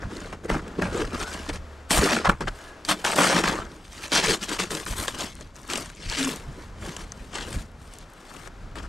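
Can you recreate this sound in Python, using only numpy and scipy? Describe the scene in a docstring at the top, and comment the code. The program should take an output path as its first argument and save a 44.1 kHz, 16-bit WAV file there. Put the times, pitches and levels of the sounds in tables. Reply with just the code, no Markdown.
"""Beside a house wall, a shovel bites, scrapes and tips deep dry snow, then boots crunch through the drift.
Ice crystals break as dense sharp grains, coarser lumps rasp on the blade and packed snow thuds:
random trains of brief damped rings, shaped by spectra and modes. Sharp clicks and dry ticks are short bursts.
Filtered noise gives wind and handling rumble on two close microphone ports and far traffic;
a wavering sine gives a faint engine hum."""
import sys
import numpy as np
from scipy import signal
from scipy.fft import rfft, irfft, next_fast_len
from scipy.io import wavfile
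from scipy.ndimage import uniform_filter1d, map_coordinates

SR = 44100
rng = np.random.default_rng(int(sys.argv[2]) if len(sys.argv) > 2 else 0)


def pcm_store(signal):
    """Save signal as 16-bit PCM."""
    levels = np.round(np.clip(np.atleast_2d(signal), -1, 1) * 32767)
    wavfile.write(sys.argv[1], SR, levels.astype(np.int16).T)


N = 391608

# modes of the shovel blade: f/Hz, width/Hz, relative level/dB
BLADE_MODES = [(566, 101, -1.5), (965, 430, 1), (1065, 136, 7), (1223, 214, 1.5), (1447, 128, 5),
               (1617, 192, 4), (2290, 1210, -3.5)]
# modes of the hollow between blade and drift: f/Hz, width/Hz, relative level/dB
HOLLOW_MODES = [(181, 44, -2.5), (266, 60.5, 0), (322.6, 77, 3), (483, 138, 0)]


def amp(db):
    """Level to amplitude: 20 dB is a factor of ten."""
    return 10 ** (np.asarray(db) / 20)


def unit(x):
    """Normalisation to an rms value of 1."""
    return x / np.sqrt(np.mean(x ** 2) + 1e-20)


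def along(points, hz):
    """Interpolation of (f/Hz, value) points on a logarithmic frequency axis."""
    f, value = np.transpose(points)
    return np.interp(np.log(hz + 1), np.log(f + 1), value)


def curves(rows):
    """Linear interpolation in time: one value per sample for each column after t/s."""
    s, *columns = np.transpose(rows)
    return [np.interp(np.arange(N) / SR, s, column) for column in columns]


def wobble(rate):
    """Slow random modulation: a smooth curve through Gaussian knots, rate of them a second."""
    knots = rng.standard_normal(N // 20)
    return map_coordinates(knots, [np.arange(N) * rate / SR])


def filtered(x, response):
    """Linear filtering: the spectrum is multiplied by a complex response of frequency."""
    m = next_fast_len(N + SR // 2)  # padded so that ringing does not wrap round
    return irfft(rfft(x, m) * response(np.fft.rfftfreq(m, 1 / SR)), m)[..., :N]


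def coloured(x, spectrum):
    """Spectral shaping by (f/Hz, level/dB) points, normalised to rms 1."""
    return unit(filtered(x, lambda hz: amp(along(spectrum, hz))))


def resonant(x, modes):
    """Modal summation: parallel second-order resonances of alternating sign, normalised to rms 1."""
    def response(f):
        total = 0
        for k, (centre, width, db) in enumerate(modes):
            mode = 1j * f * width / (centre * centre - f * f + 1j * f * width)
            total = total + (-1) ** k * amp(db) * mode
        return total
    return unit(filtered(x, response))


def shifting(x, patchy_db, turns, size):
    """Time-varying transfer: gain (rms dB) and phase (rms rad) wander in patches of time and frequency."""
    z = signal.stft(x, nperseg=size)[2]
    field = rng.standard_normal((2,) + z.shape)
    field = uniform_filter1d(field, size=2, axis=1)  # smoothed over frequency
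    field = unit(uniform_filter1d(field, size=8, axis=2))  # smoothed over time
    changed = z * amp(patchy_db * field[0]) * np.exp(1j * turns * field[1])
    return signal.istft(changed, nperseg=size)[1][:N]


def outdoors():
    """Broadband turbulence and distant sources: lumpy wind rumble, far traffic and a wavering engine hum."""
    # wind on the ports: t/s, rms level/dB before the jolts are added
    wind_level = [(0.0, -39), (0.2, -39), (2.42, -50.5), (2.67, -47.5), (3.19, -52), (3.51, -38),
                  (3.88, -46), (4.57, -44), (4.97, -40), (5.69, -46), (6.18, -41), (7.54, -38), (8.21, -48),
                  (8.88, -34)]
    # far traffic: t/s, rms level/dB
    traffic_level = [(0, -44.5), (1.7, -46), (2.36, -47), (2.8, -44.5), (3.9, -50.5), (5.5, -54.5),
                     (6.6, -46), (7.8, -49), (8.88, -47)]
    # far engine: t/s, level/dB before its wavering
    hum_level = [(0, -49), (1.2, -39), (2.3, -40.5), (2.4, -46), (8.88, -110)]
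    # microphone shaken by a move: start t/s, nominal length/s, added rumble level/dB
    jolt_rows = [(0.036, 0.064, -28), (0.51, 0.041, -22), (0.776, 0.19, -33), (0.98, 0.13, -32),
                 (1.073, 0.034, -40), (1.13, 0.041, -31), (1.192, 0.059, -32), (1.468, 0.17, -35),
                 (1.931, 0.14, -23), (2.27, 0.076, -21.5), (2.401, 0.11, -26), (3.473, 0.047, -37),
                 (3.589, 0.029, -35.5), (4.273, 0.03, -32), (4.884, 0.066, -36), (4.998, 0.026, -39),
                 (6.055, 0.062, -33.5), (6.473, 0.048, -31), (7.194, 0.044, -40), (7.559, 0.027, -27)]
    # rumble spectrum: f/Hz, relative level per Hz/dB
    wind_spectrum = [(8.8, -18), (15, -19), (28, 4.5), (75, -3.5), (200, -13), (260, -16), (440, -120)]
    # traffic spectrum: f/Hz, relative level per Hz/dB
    traffic_spectrum = [(59, -7), (100, -10), (300, -0.5), (553, -1), (861, -3.5), (1340, -4),
                        (2320, -12.5), (7580, -23.5), (13100, -37.5), (15500, -35)]

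    rumble = coloured(amp(2.3 * wobble(9.6)) * rng.standard_normal(N), wind_spectrum)
    traffic = coloured(amp(1.5 * wobble(6)) * rng.standard_normal(N), traffic_spectrum)
    hum_hz = 75 + 3 * wobble(11)
    hum = np.sin(2 * np.pi * np.cumsum(hum_hz) / SR) * amp(1.8 * wobble(3.6))
    t = np.arange(N) / SR
    jolts = 0
    for s, length, db in jolt_rows:
        jolts = jolts + amp(db) * np.exp(-(2.3 * (t - s - length / 2) / length) ** 2)
    rumble_gain = amp(curves(wind_level)[0]) + jolts
    return rumble_gain * rumble + amp(curves(traffic_level)[0]) * traffic + amp(curves(hum_level)[0]) * hum


def ticks():
    """Impulsive radiation: each thin dry tick is a quickly decaying burst of bright noise."""
    # ticks: t/s, initial level/dB before colouring
    tick_rows = [(4.854, -24), (4.8803, -31), (5.191, -24), (5.247, -28), (5.3537, -34), (5.3757, -45),
                 (5.4026, -41), (5.5468, -47), (5.564, -33), (5.6002, -54), (5.6171, -38), (5.6785, -29),
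                 (5.7763, -16), (5.8097, -24), (5.9184, -43), (5.9614, -40), (6.2791, -21), (6.3609, -24),
                 (7.3861, -34), (7.427, -38), (7.5058, -33), (7.6241, -39), (7.7174, -46), (7.9379, -32),
                 (7.9862, -29), (8.1015, -44.5), (8.1364, -34.5), (8.1663, -56), (8.3399, -34)]
    # tick colour: f/Hz, gain/dB
    tick_spectrum = [(1500, -30), (5000, -1), (8000, 9), (12500, -2.5), (15600, -9)]
    out, t = np.zeros(N + SR), np.arange(SR // 200) / SR
    for s, db in tick_rows:
        envelope = amp(db - 60 * t / 0.0037)  # t60 of 3.7 ms
        out[round(s * SR):][:len(t)] += envelope * rng.standard_normal(len(t))
    return filtered(out[:N], lambda hz: amp(along(tick_spectrum, hz)))


def thumps():
    """Heavily damped oscillation: a lump or the landing blade gives soft snow one low push."""
    # lumps and blade landing: t/s, nominal level/dB, f/Hz, t60/s
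    thump_rows = [(0.045, -20, 76.4, 0.069), (0.492, -17.5, 163, 0.099), (0.826, -13, 186, 0.094),
                  (1.133, -11.5, 244, 0.07), (1.481, -22, 290, 0.11), (1.991, -11, 190, 0.088),
                  (1.987, -10.5, 60, 0.16), (2.124, -14, 234, 0.17), (2.282, -10, 181, 0.11),
                  (2.4, -22, 60.7, 0.088), (2.881, -22, 304, 0.27), (3.18, -8, 287, 0.12),
                  (3.661, -31, 75.4, 0.16), (4.119, -23, 292, 0.097), (4.266, -23, 157, 0.2),
                  (4.415, -21, 198, 0.068), (4.493, -42, 208, 0.064), (4.707, -23, 205, 0.11),
                  (4.985, -19, 84, 0.11), (6.464, -23, 95, 0.064), (6.887, -18, 161, 0.065)]
    push_s = .008  # time constant of the rise
    out, t = np.zeros(N + SR), np.arange(SR // 4) / SR
    for s, db, hz, t60 in thump_rows:
        shape = amp(-60 * t / max(t60, .01)) * (1 - np.exp(-t / push_s))
        out[round(s * SR):][:len(t)] += amp(db) * shape * np.sin(2 * np.pi * hz * t)
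    return out[:N]


def rubbed(rows, knots_per_s):
    """Friction-driven mode: slow random quadrature amplitudes broaden a gliding tone into a fuzzy band."""
    hz, db = curves(rows)
    phase = 2 * np.pi * np.cumsum(hz) / SR
    return amp(db) * (wobble(knots_per_s) * np.cos(phase) + wobble(knots_per_s) * np.sin(phase))


def moving_snow():
    """Excited modes: one of the blade, freed as its load slides off, and a hollow tone as the drift caves in."""
    # rising blade mode: t/s, f/Hz, level/dB of each quadrature part
    slide_track = [(1.12, 1150, -75), (1.19, 1267, -38), (1.26, 1436, -38), (1.34, 1610, -39.5),
                   (1.45, 1660, -52), (1.58, 1730, -55), (1.63, 1630, -76), (2.48, 1640, -81),
                   (2.52, 1610, -56), (2.62, 1590, -70), (2.67, 1685, -44), (2.74, 1650, -50),
                   (2.82, 1646, -80)]
    # hollow of the caving drift: t/s, f/Hz, level/dB of each quadrature part
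    cave_track = [(6.14, 268.6, -70), (6.18, 271, -28.5), (6.24, 264.5, -26), (6.29, 267, -29.5),
                  (6.35, 260, -63)]
    return rubbed(slide_track, knots_per_s=140) + rubbed(cave_track, knots_per_s=34)


def clicks(crackle):
    """Transient excitation in short bursts: a bright click with a short noisy spray, and a knock."""
    # sharp clicks, many at the start of a crunch: t/s, level/dB before colouring, relative knock drive/dB, f/Hz
    click_rows = [(0.168, -20.5, -13, 4230), (0.3268, -33, 8, 1650), (0.4461, -28, -11, 1660),
                  (0.4992, -22.5, 9.5, 1510), (0.6796, -26.5, -3, 2000), (0.821, -20.5, 9, 1690),
                  (1.016, -36, 15, 1760), (1.1453, -27, 4.5, 1780), (1.229, -13, -12, 2500),
                  (1.491, -29, -8, 1660), (1.9071, 1, -9.5, 1850), (2.1647, -12, 2, 1670),
                  (2.2545, -19, 0, 1540), (2.2942, -16, 11, 1810), (2.4073, -20, -13, 1500),
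                  (2.4788, -28, -1, 1710), (2.8502, -15.5, -27, 4600), (2.8882, -3, -31, 1640),
                  (3.049, -3, -10, 3000), (3.064, -6.5, -11, 3130), (3.156, -13, -16, 1560),
                  (3.438, -16, 7.5, 1820), (3.457, -14, -7, 2380), (3.4776, -19, 9, 1810),
                  (4.119, -13, 3, 4210), (4.436, -13, -32, 2960), (4.493, -9.5, -32, 1630),
                  (4.598, -9, -5, 1520), (4.7066, -8, -29, 1680), (4.863, -18.5, 0, 1610),
                  (5.081, -6.5, -7, 3200), (5.21, -14, -21, 3440), (5.41, -21, -17, 1590),
                  (5.7005, -8.5, -24, 2370), (5.7348, -5.5, -11, 2980), (5.7567, -7.5, -12, 2900),
                  (5.8587, -17.5, -17, 1510), (5.9, -21, -13, 1520), (6.099, -11.5, -28, 4500),
                  (6.2292, -7.5, -32, 3730), (6.9656, -10.5, -15, 2990), (7.1203, -19, -14, 6070),
                  (7.355, -12.5, -38, 3000), (7.5285, -15, -35, 2080), (8.366, -23.5, -14, 2720),
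                  (8.4741, -23, -6, 2300), (8.713, -52, 12, 1500), (8.756, -30, 1.5, 1870)]
    lesser_per_s, lesser_db, lesser_body_db, lesser_hz = 9.7, 11, -14, 3930
    spray_t60 = 0.022  # s

    lesser = []  # at random times, following the crackle level, pitched within an octave either way
    for when, luck, tone in rng.random((400, 3))[:round(lesser_per_s * N / SR)]:
        crackle_db = 20 * np.log10(crackle[int(when * N)] + 1e-6)
        level_db = crackle_db + lesser_db + 8 * luck
        lesser.append((when * N / SR, level_db, lesser_body_db, lesser_hz * 2 ** (2 * tone - 1)))

    bright, knocks, t = np.zeros(N + SR), np.zeros(N + SR), np.arange(SR // 16) / SR
    for s, db, body_db, hz in click_rows + lesser:
        spray, push = rng.standard_normal((2, len(t))) * amp(-60 * t / spray_t60)
        click = amp(-60 * t / .005) * np.sin(2 * np.pi * hz * t)
        bright[round(s * SR):][:len(t)] += amp(db) * (click + 0.28 * spray)
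        knocks[round(s * SR):][:len(t)] += amp(db + body_db) * push

    def edge(hz):
        """First-order high-pass at 1600 Hz times a spectral contour."""
        contour = along([(100, -24.5), (8000, 3.0), (11000, -12.5), (15600, -40)], hz)
        return 1j * hz / (1600 + 1j * hz) * amp(contour)

    knock_gain = np.std(knocks[:N]) * amp(-3.0)
    return filtered(bright[:N], edge) + knock_gain * resonant(knocks[:N], BLADE_MODES + HOLLOW_MODES[2:])


def slips(rate, fade, rest):
    """Stick-slip: the snow gives way in random jerks, each a sudden rise and a slower exponential fall."""
    jerks = (rng.random(N) < rate / SR) * rng.random(N)
    t = np.arange(SR // 5) / SR
    return rest + unit(np.abs(signal.fftconvolve(jerks, np.exp(-t / fade))[:N]))


def breaks(rate, pitch_hz, cycles, spread_db, hiss, size):
    """Random fracture: few big and many small lumps, each a brief damped ring, over the hiss of tiny ones."""
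    when, tone, luck = rng.random((30000, 3))[:round(rate * N / SR)].T[..., None]
    hz = np.clip(pitch_hz * np.exp(1.57 * (tone - .5)), 60, 14000)
    gain = amp(np.minimum(-spread_db * np.log(luck + 1e-9), 15))
    k = np.arange(size)
    decay = np.exp(-k * hz / SR / cycles)  # time constant in cycles of the ring
    ring = gain * decay * np.sin(2 * np.pi * hz * k / SR)
    where = (when * N).astype(int) + k
    grains = np.bincount(where.ravel(), ring.ravel(), N + size)[:N]
    return unit(grains) + hiss * rng.standard_normal(N)


def force():
    """Power summation of crunches: gain of four layers that rise, hold while ebbing, and die away."""
    # crunches of blade or boot: full-force t/s, rise/s, hold/s, t60/s before the ebb,
    # crackle level/dB, then scrape, powder hiss and thud above the crackle/dB
    crunch_rows = [ (0.02, 0.1, 0.025, .1, -51.5, 12, -30, 9.5),
                   (0.149, 0.096, 0.12, 0.4, -44.5, 4.5, -13, 11),
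                   (0.325, 0.0089, 0.016, 0.065, -44.5, 11, -26, 4.5),
                   (0.443, 0.011, 0.013, 0.076, -50.5, 11.5, -4, 21),
                   (0.494, 0.0099, 0.054, 0.24, -35.5, 9, -14, 13),
                   (0.673, 0.068, 0.12, .2, -58, 12, -34, 18),
                   (0.786, 0.0037, 0.015, .05, -49, 17, -20, 26),
                   (0.816, .003, 0.041, 0.17, -38.5, 11.5, -18, 14.5),
                   (0.954, 0.13, 0.072, 0.25, -35.5, 7.5, -15, 10.5),
                   (1.124, 0.025, .01, .04, -42, 7.5, -22, 6),
                   (1.144, .003, 0.014, 0.072, -40.5, 11, -22, 12),
                   (1.213, 0.12, 0.026, 0.055, -34.5, 4, -11.5, -0.5),
                   (1.272, 0.049, 0.21, 0.13, -40.5, 3, -10, -0.5),
                   (1.49, .004, 0.0094, 0.065, -30.5, 3.5, -20, 0.5),
                   (1.537, .015, 0.024, .1, -38, 0, -13, -3),
                   (1.91, 0.0096, 0.082, 0.056, -25.5, 2.5, 2.5, 0.5),
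                   (2.015, 0.018, 0.051, 0.15, -24.5, 5, -4, 4.5),
                   (2.106, 0.045, 0.046, 0.046, -24.5, 4, -15, -4),
                   (2.162, 0.0033, 0.013, 0.41, -29.5, 5, -20, 6),
                   (2.251, 0.0053, 0.028, 0.036, -28.5, 12, -36, -7),
                   (2.291, .002, 0.0066, .12, -31.5, 15.5, -14, 13.5),
                   (2.407, 0.0016, 0.015, 0.088, -37.5, 11, -23, 11.5),
                   (2.476, 0.0052, 0.012, 0.041, -34.5, 10.5, -28, 3),
                   (2.622, 0.3, 0.07, 0.19, -51.5, 5.5, -4.5, -18),
                   (2.852, .004, 0.014, 0.059, -39.5, -15, -3, -12),
                   (2.893, 0.012, 0.025, 0.11, -22.5, 0.5, -7.5, -3.5),
                   (2.968, .02, 0.067, .05, -47, -2, -4, 3), (3.044, 0.0035, .04, 0.45, -27.5, 3, -9, -4.5),
                   (3.16, .003, 0.022, 0.054, -34.5, 6, 1, 2),
                   (3.184, 0.018, .04, 0.071, -26, 6.5, -2.5, 5),
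                   (3.23, 0.035, 0.051, 0.068, -22.5, 2.5, -8, -2.5),
                   (3.298, .01, 0.098, 0.15, -22, 3.5, -14.5, -0.5),
                   (3.438, 0.0044, 0.054, 0.091, -26.5, 2.5, -18, 0.5),
                   (3.477, 0.013, 0.053, 0.46, -33.5, 10, -12, 6),
                   (3.7, 0.14, 0.073, 0.38, -55, 4.5, -8, 9), (4.035, 0.19, 0.029, 0.24, -39, -3.5, -7, -6),
                   (4.131, 0.017, 0.069, 0.11, -19.5, -5.5, -17.5, -9),
                   (4.235, 0.019, 0.031, 0.049, -22.5, -5, -13, -5.5),
                   (4.292, 0.038, 0.052, 0.13, -23, -3, -11.5, -1.5),
                   (4.429, 0.025, 0.011, 0.12, -29, -6.5, -10, -3),
                   (4.486, 0.012, 0.056, 0.24, -30.5, 0.5, -10, -1),
                   (4.591, 0.0087, 0.032, 0.21, -26.5, -2.5, -13.5, -4.5),
                   (4.711, 0.012, 0.057, 0.36, -33, 2, -1.5, 2.5),
                   (4.878, 0.014, 0.061, 0.042, -40, 3.5, 3.5, -2),
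                   (4.973, 0.028, 0.086, 0.05, -38, 6, 5.5, 2),
                   (5.073, 0.0063, 0.017, 0.3, -36, -1, -5, -3.5),
                   (5.144, .01, 0.017, 0.059, -37.5, 0.5, -10, -4),
                   (5.188, 0.014, 0.063, 0.24, -32.5, -1.5, -9, -3.5),
                   (5.397, 0.12, 0.016, 0.44, -47.5, -1.5, -13, 2),
                   (5.555, 0.018, 0.1, 0.11, -51.5, 0.5, -5, 1),
                   (5.699, 0.024, 0.13, 0.039, -34, -1.5, -8.5, -4),
                   (5.828, 0.015, 0.048, 0.29, -42.5, 0, -9.5, -6),
                   (6.033, 0.099, 0.077, .05, -38, -25, -27, -4),
                   (6.112, 0.066, 0.097, 0.077, -30.5, -12, -19, -14),
                   (6.197, 0.034, 0.053, .08, -27.5, -11, -12, -5),
                   (6.273, .02, 0.018, 0.42, -32.5, -2, -5, 2.5),
                   (6.6, 0.14, 0.045, 0.3, -50, 2.5, -10, 6.5),
                   (6.833, 0.053, 0.11, 0.13, -41.5, -1, -9.5, 2),
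                   (6.993, 0.043, 0.023, 0.26, -42, 0, -11, 0.5), (7.212, 0.23, 0.2, .1, -53, -4, -7, 6),
                   (7.356, 0.04, 0.071, 0.16, -33.5, -2, -26, -2.5),
                   (7.503, 0.11, 0.11, 0.24, -45, 2, -2.5, 6), (7.82, 0.057, 0.14, .1, -60.5, -13, 1.5, -6),
                   (7.931, .03, 0.095, .1, -50.5, -12, -13, -7),
                   (8.324, 0.27, 0.16, 0.027, -50, 3, -6, 0.5), (8.584, 0.098, 0.06, 0.092, -68, 4, -6, 14),
                   (8.757, 0.0048, 0.041, .1, -45, 5, -16, 3.5),
                   (8.83, 0.025, 0.027, .1, -47.5, 6, -18, 5.5)]
    # ebb from full force onward: crackle, scrape, powder, thud (each dB/s)
    ebb_rates = (11.5, 14.5, 20.4, 12.6)
    rise_db = 16  # climbed in each rise time; the onset spans three
    power = np.zeros((4, N))
    for s, rise, hold, t60, db, *above in crunch_rows:
        first = max(round((s - 3 * rise) * SR), 0)
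        t = np.arange(first, min(round((s + hold + 2 * t60) * SR), N)) / SR - s
        shape_db = rise_db * np.minimum(t / rise, 0) - 60 * np.maximum(t - hold, 0) / t60
        ebb_db = np.outer(ebb_rates, np.maximum(t, 0))
        layer_db = db + np.array([0, *above])[:, None]
        power[:, first:first + len(t)] += amp(layer_db + shape_db - ebb_db) ** 2
    return np.sqrt(power)


def crushing(gain):
    """Granular fracture: a stroke breaks fine crystals, rasps coarse ones on the blade and packs the drift."""
    # crystal crackle: f/Hz, relative level per Hz/dB
    crystal_spectrum = [(1060, -8.5), (1800, -4), (2450, -3.5), (2960, -2.5), (3960, -5), (4720, -4),
                        (8250, -9), (9000, -15), (11700, -24), (19800, -120)]
    # powder hiss: f/Hz, relative level per Hz/dB
    powder_spectrum = [(5290, -17), (9000, -5.5), (11000, -15), (12300, -12), (14300, -18), (15500, -33)]
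    give = slips(90, fade=0.014, rest=2.8)  # the same jerks drive every band
    fine = breaks(2500, 5240, cycles=0.38, spread_db=4.5, hiss=1.0, size=60)
    coarse = breaks(1100, 1200, cycles=.9, spread_db=3.5, hiss=.4, size=250)
    lumps = breaks(400, 320, cycles=1, spread_db=3, hiss=.2, size=700)
    fine = give * amp(1.26 * wobble(150)) * fine
    coarse = give * amp(1.5 * wobble(90)) * coarse
    lumps = give * amp(1.2 * wobble(40)) * lumps

    fine = shifting(fine, patchy_db=3.0, turns=0, size=384)
    crackle = coloured(fine, crystal_spectrum)
    scrape = resonant(shifting(coarse, patchy_db=2.6, turns=0, size=640), BLADE_MODES)
    powder = coloured(fine, powder_spectrum)
    thud = resonant(shifting(lumps, patchy_db=2, turns=0, size=1280), HOLLOW_MODES)
    return np.sum(gain * [crackle, scrape, powder, thud], axis=0)


def ports(x, pan_db):
    """Partial coherence: both ports share the direct sound; wall and drift scatter has opposite sign."""
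    # coherence of the ports: f/Hz, left-right likeness (0 to 1)
    likeness = [(60, 0.88), (100, 1), (180, 0.98), (310, 0.98), (550, 0.91), (950, 0.73), (1650, 0.76),
                (2860, 0.64), (4970, 1), (8640, 0.87), (15000, 0.038)]
    # level difference: f/Hz, left minus right/dB
    level_tilt = [(60, -0.5), (120, -0.5), (240, 1), (480, 1.5), (950, 2.5), (1890, 3), (3770, 1.5),
                  (7520, 1.5), (15000, 9)]
    # phase difference: f/Hz, left lead/rad
    phase_lead = [(300, 0), (1000, -.2), (2580, -.5), (4820, 0), (15000, .1)]
    scatter = shifting(x, patchy_db=0, turns=3, size=256)

    def split(hz):
        """Shares of direct and scattered sound: likeness is the cosine of twice the angle."""
        angle = np.arccos(np.clip(along(likeness, hz), 0, 1)) / 2
        return np.array([np.cos(angle), np.sin(angle)])

    mid, side = filtered(np.array([x, scatter]), split)
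    half = np.array([[.5], [-.5]])  # each difference is shared equally by left and right
    pair = np.array([mid + side, mid - side]) * amp(half * pan_db)
    return filtered(pair, lambda hz: amp(half * along(level_tilt, hz)) * np.exp(1j * half * along(phase_lead, hz)))


def scene():
    """Superposition: snow close by, the street far off."""
    # bearing of the snow sound: t/s, left minus right/dB before its mean is removed
    bearing = [(0.0, -4), (2.35, -4), (3.78, -3.5), (3.98, -4.5), (4.55, -2.5), (6.45, -2.5), (6.58, -5),
               (7.32, -1.5), (8.19, -2.5), (8.41, 1.5), (8.88, 0)]
    pan_db, gain = curves(bearing)[0], force()
    snow = crushing(gain) + moving_snow() + clicks(gain[0]) + ticks() + thumps()
    return ports(snow, pan_db - pan_db.mean()) + ports(outdoors(), np.zeros(N))


def record(dry):
    """Soft saturation and band limiting: the input stage rounds tall peaks and the microphones fade at the top."""
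    rounded = dry / (1 + np.abs(dry / .85) ** 4) ** (1 / 4)

    def response(hz):
        """A steady -2.5 dB up to 13 kHz, then a fall; nothing outside 10 to 15680 Hz."""
        fade_db = along([(13000, -2.5), (14500, -9), (15600, -13)], hz)
        return amp(fade_db) * (hz > 10) * (hz < 15680)

    return filtered(rounded, response)


dry = scene()
out = record(dry)
pcm_store(out)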